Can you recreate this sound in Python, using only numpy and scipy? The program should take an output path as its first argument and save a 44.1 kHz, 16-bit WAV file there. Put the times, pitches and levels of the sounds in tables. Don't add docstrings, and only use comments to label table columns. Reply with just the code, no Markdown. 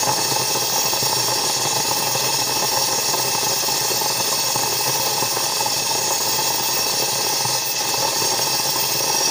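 import sys
import numpy as np
from scipy import signal
from scipy.fft import rfft, irfft
from scipy.io import wavfile
from scipy.ndimage import uniform_filter1d

SR = 44100
rng = np.random.default_rng(int(sys.argv[2]) if len(sys.argv) > 2 else 0)


def output_pcm(signal):
    pcm = np.clip(np.atleast_2d(signal).T, -1, 1) * 32767
    wavfile.write(sys.argv[1], SR, np.round(pcm).astype(np.int16))


def decibels_to_gain(level_db):
    exponent = np.asarray(level_db, float) / 20
    return 10 ** exponent


N = 410130

# time in seconds, flame strength in dB,
# jet sharpness in dB (how squarely the jet strikes the metal).
TORCH = [(0, 4, -5), (.55, -0.5, 0.5), (1.3, 1.5, -1), (1.65, 1.5, -6), (1.9, 1, 2.5), (2.4, 0.5, -1),
         (2.7, .5, -1.5), (3.35, 1, -0.5), (3.6, 0, 0), (4.2, -.5, 0.5), (4.85, 0.5, 0), (5.3, .5, 0),
         (5.85, -1, -5.5), (6.25, 0, 2), (7.2, -1, 0), (8.1, 1, -5), (8.85, 0, 4), (9.3, 1, -8)]
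STILL_START_S, STILL_LENGTH_S, STILL_DB = 7.56, 0.292, -0.5


def evened(x):
    return x / np.sqrt(np.mean(x ** 2) + 1e-20)


def along(table, t):
    s, *columns = np.transpose(table)
    return [np.interp(t, s, column) for column in columns]


def wobble(lo_hz, hi_hz, count):
    hz = np.fft.rfftfreq(count, 1 / SR)
    spectrum = rfft(rng.standard_normal(count))
    return evened(irfft(spectrum * hz / (hz + lo_hz) / (1 + (hz / hi_hz) ** 2), count))


def span(t, start, length):
    return np.clip(np.minimum(t - start, start + length - t) / 0.01 + .5, 0, 1)


def flare_rows():
    # start in seconds, snap level in dB, low thud level in dB.
    strong_flares = [(0.319, -10.5, -22), (0.854, -15, -27), (0.933, -12, -24), (1.025, -17, -18.5),
                     (1.165, -21, -24), (1.496, -16, -36), (1.563, -18, -26), (1.803, -23, -35),
                     (2.024, -14, -39), (2.21, -18, -30), (2.565, -18, -23), (3.38, -8, -33),
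                     (4.326, -7, -33), (4.558, -9, -20), (4.805, -7.5, -42), (4.998, -12, -21),
                     (5.223, -11, -19), (5.369, -11, -28), (5.437, -20, -31), (5.569, -10.5, -37),
                     (5.911, -13, -36), (6.205, -12, -36), (7.128, -22, -26), (7.265, -9, -26),
                     (7.334, -24, -28), (7.45, -9, -22), (7.94, -8, -30), (8.597, -14, -26),
                     (8.758, -9.5, -25), (9.064, -24, -32)]
    flares_per_s, spread_db = 36, 6
    s, snap_db, thud_db = np.transpose(strong_flares)
    gap, thud_chance, snap_chance = rng.random((400, 3)).T
    at = np.cumsum((.4 + 1.2 * gap) / flares_per_s)
    clear = abs(at[:, None] - s).min(1) > .025
    free = (at < N / SR) & clear & (span(at, STILL_START_S, STILL_LENGTH_S) < .5)
    small_thud_db = -4 + spread_db * (thud_chance - .5)
    small_snap_db = -4.5 + spread_db * (snap_chance - .5)
    times = np.r_[s, at[free]]
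    thuds_db = -4.5 + np.r_[thud_db - thud_db.mean(), small_thud_db[free]]
    snaps_db = np.r_[snap_db - snap_db.mean() + 2, small_snap_db[free]]
    return times, thuds_db, snaps_db


def small_pops():
    pops_per_s, spread_db, clump_db, gust_share = 340, 2.0, 4, 0.24
    clumps = decibels_to_gain(clump_db * np.tanh(wobble(4.8, 32, N)))
    lit = rng.random(N) < pops_per_s / SR
    sign = rng.choice([-1., 1.], N)
    pops = lit * sign * decibels_to_gain(spread_db * np.minimum(rng.exponential(1, N), 1.8))
    gusts = rng.standard_normal(N)
    mix = np.sqrt(1 - gust_share) * evened(pops) + np.sqrt(gust_share) * gusts
    return signal.lfilter([1, -.97], [1, -.94], evened(clumps * mix))


def flares():
    thud_top_hz, snap_top_hz = 657, 1180
    s, thud_db, snap_db = flare_rows()
    trains = np.zeros((3, N + 600))
    chance = rng.random((len(s), 3, 2))
    for k, (spread_s, size) in enumerate([(.0002, 1), (.004, .75), (.008, 0.46)]):
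        at = ((s + spread_s * chance[:, k, 0]) * SR).astype(int)
        push = np.where(chance[:, k, 1] < .75, size, -size)
        mark = 0 * s + (k == 0)
        trains[:, at] += decibels_to_gain([thud_db, snap_db, 0 * s]) * [push, push, mark]
    low_pass = signal.butter(2, thud_top_hz, fs=SR, output="sos")
    band_pass = signal.butter(2, [thud_top_hz, snap_top_hz], "band", fs=SR, output="sos")
    thuds = signal.sosfilt(low_pass, trains[0, :N])
    snaps = signal.sosfilt(band_pass, trains[1, :N])
    return decibels_to_gain(25) * (thuds + decibels_to_gain(-2.16) * snaps), trains[2, :N]


def roar():
    lull = 0.53
    lag_hz, lag_width_hz = 447, 206
    pops = small_pops()
    t = np.arange(N) / SR
    strength_db = along(TORCH, t)[0] + STILL_DB * span(t, STILL_START_S, STILL_LENGTH_S)
    bursts, marks = flares()
    near = np.clip(signal.oaconvolve(marks, np.hanning(900), "same"), 0, 1)
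    flame = pops * decibels_to_gain(strength_db) * (lull + (1 - lull) * near) + bursts
    r = np.exp(-np.pi * lag_width_hz / SR)
    lag = [1, -2 * r * np.cos(2 * np.pi * lag_hz / SR), r * r]
    return evened(signal.lfilter(lag[::-1], lag, flame))


def jet():
    # start in seconds, length in seconds, hiss change in dB, fizz change
    # in dB, top change in dB.
    level_changes = [
        (7.61, 0.035, -2.5, -7, 1),
        (7.655, 0.1, -2.5, 2, 9.5),
        (7.72, 0.06, 0, -7, -8),
    ]
    hiss_follows, fizz_follows = 0.2, 0.12
    settle_db, settle_s = -2.5, .25
    fizz_from_hz, top_from_hz = 7600, 14000
    frames, hz = N // 256 + 5, np.fft.rfftfreq(1024, 1 / SR)
    real, imaginary, patches, ripples = rng.standard_normal((frames, 513, 4)).T
    patches = evened(uniform_filter1d(uniform_filter1d(patches, 24, 0), 8, 1))
    ripples = uniform_filter1d(ripples, 2, 0)
    ripples = uniform_filter1d(uniform_filter1d(ripples, 50, 1), 50, 1)
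    broad = uniform_filter1d(ripples, 9, 0)
    ripples = evened(ripples - broad)
    shadows = evened(uniform_filter1d(broad, 60, 1))
    flicker = wobble(2.1, 34, frames * 256)[::256]

    treble = np.clip(hz / 11000, 0, 1)[:, None] ** 2
    ridge_db = 3.0 * np.clip(hz / 5000, 0, 1)[:, None] + 1.2 * treble
    field_db = (0.76 + 0.65 * treble) * patches + ridge_db * ripples
    field_db = field_db + 1.77 * treble * shadows + (0.79 + 0.21 * treble) * flicker

    t = np.arange(frames) * 256 / SR
    strength_db, sharp_db = along(TORCH, t)
    change_db = sum(np.outer(db, span(t, start, length)) for start, length, *db in level_changes)
    hiss_db = change_db[0] + hiss_follows * strength_db + settle_db * np.exp(-t / settle_s)
    fizz_db = change_db[1] + fizz_follows * sharp_db
    top_db = change_db[2] + sharp_db
    fizzy = 1 / (1 + (fizz_from_hz / (hz + 1)) ** 20)[:, None]
    top = 1 / (1 + (top_from_hz / (hz + 1)) ** 40)[:, None]
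    level_db = (1 - fizzy) * hiss_db + (fizzy - top) * fizz_db + top * top_db
    spectra = (real + 1j * imaginary) * decibels_to_gain(field_db + level_db)
    return evened(signal.istft(spectra, nperseg=1024, noverlap=768)[1][:N])


def hollow(upper):
    # frequency in Hz, width in Hz, level in dB.
    lower = [(126.5, 33, -1), (415, 220, -5), (543.3, 44, -2.5), (653, 78, -7.5), (876, 153, 0.5),
             (1048.5, 56, -6.5), (1147, 15, -11), (1259, 135, -14.5), (1578, 174, -16), (1680, 51, -14),
             (1812, 92, -11.5), (1977, 320, -16), (2107, 29, -15), (2176, 43, -14.5), (2360, 115, -20.5),
             (2480, 67, -13.5), (2626, 103, -5), (2816, 304, -18), (2967, 41, -17), (3223, 123, -11),
             (3330, 59, -10.5), (3492, 152, -11)]
    # frequency in Hz, width in Hz, depth in dB.
    notches = [(490, 25, 4), (590, 25, 3), (728, 28, 11), (890, 20, 3), (955, 22, 7), (1445, 40, 5),
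               (2140, 25, 6), (2255, 25, 5), (2490, 25, 6), (3625, 35, 6), (3985, 30, 4), (5390, 60, 4),
               (6645, 40, 5)]
    # frequency in Hz, level in dB.
    treble_curve = [(7400, -52), (7900, -19.5), (8400, -3), (8800, -2), (9400, -4), (10300, -10),
                    (11800, -11.5), (12100, -16), (13800, -10.5), (14300, -10), (14560, 0.5), (15100, -3),
                    (15280, 5.5), (15450, 0.57)]
    treble_db, bass_cut_hz = -13.5, 108
    chest = (120, 430, -12.5)
    hz = abs(np.fft.fftfreq(16384, 1 / SR))
    power = 0
    for f, width, db in [chest, *lower, *upper]:
        power = power + decibels_to_gain(db) ** 2 / (1 + (2 * (hz - f) / width) ** 2) ** 2
    f, db = np.transpose(treble_curve)
    power = power + decibels_to_gain(treble_db + np.interp(np.log(hz + 1), np.log(f), db, left=-90)) ** 2
    dips_db = sum(depth / (1 + (2 * (hz - f) / width) ** 2) for f, width, depth in notches)
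    cut = (hz / bass_cut_hz) ** 8
    log_gain = np.log(np.sqrt(power * (cut + 0.01) / (1 + cut)) * decibels_to_gain(-dips_db) + 1e-5)
    return np.fft.ifft(np.exp(np.conj(signal.hilbert(log_gain)))).real[:6000]


def scene():
    # frequency in Hz, width in Hz, level in dB.
    upper_early = [(3714, 139, -13.7), (3931, 160, -9.1), (4221, 250, -12.1), (4427, 189, -5.8),
                   (4597, 71, -6.6), (4753, 211, -9.5), (4967, 66, -7.8), (5101, 155, -6.3),
                   (5271, 190, -5.1), (5580, 329, -2.8), (5967, 206, -11.5), (6098, 170, -12.0),
                   (6228, 91, -8.5), (6392, 181, -6.1), (6572, 90, -3.4), (6709, 228, -4.7),
                   (7089, 331, -12.8), (7454, 205, -13.4), (7817, 427, -19.2)]
    upper_late = [(3689, 162, -13.8), (3948, 172, -9.5), (4093, 101, -13.1), (4251, 184, -10.9),
                  (4445, 174, -6.5), (4590, 114, -5.8), (4779, 127, -6.6), (4946, 99, -7.5),
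                  (5055, 72, -8.0), (5134, 131, -8.2), (5268, 155, -5.5), (5570, 260, -2.3),
                  (5892, 241, -7.4), (6163, 210, -10.8), (6372, 113, -8.1), (6557, 345, -5.0),
                  (6860, 109, -10.1), (7020, 251, -13.0), (7188, 152, -14.9), (7432, 307, -17.5),
                  (7666, 68, -23.2), (7897, 672, -21.2)]
    cross_hz = 1460
    low = signal.sosfilt(signal.butter(2, cross_hz, fs=SR, output="sos"), roar())
    high = signal.sosfilt(signal.butter(2, cross_hz, "high", fs=SR, output="sos"), jet())
    torch = decibels_to_gain(0.27) * low + high
    early = signal.oaconvolve(torch, hollow(upper_early))[:N]
    late = signal.oaconvolve(torch, hollow(upper_late))[:N]
    moved = np.interp(np.arange(N) / SR, (6, 7.4), [0, 1])
    return decibels_to_gain(-18.5) * evened((1 - moved) * early + moved * late)[None]


def top_cut(x):
    return signal.sosfilt(signal.butter(12, 16870, fs=SR, output="sos"), x)


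def record(dry):
    limited = 0.76 * np.tanh(dry / 0.73)
    band_limit = signal.firwin(2001, 15520, window=("kaiser", 10), fs=SR)
    mix = signal.oaconvolve(limited, band_limit[None], "same")
    return top_cut(mix)


dry = scene()
out = record(dry)
output_pcm(out)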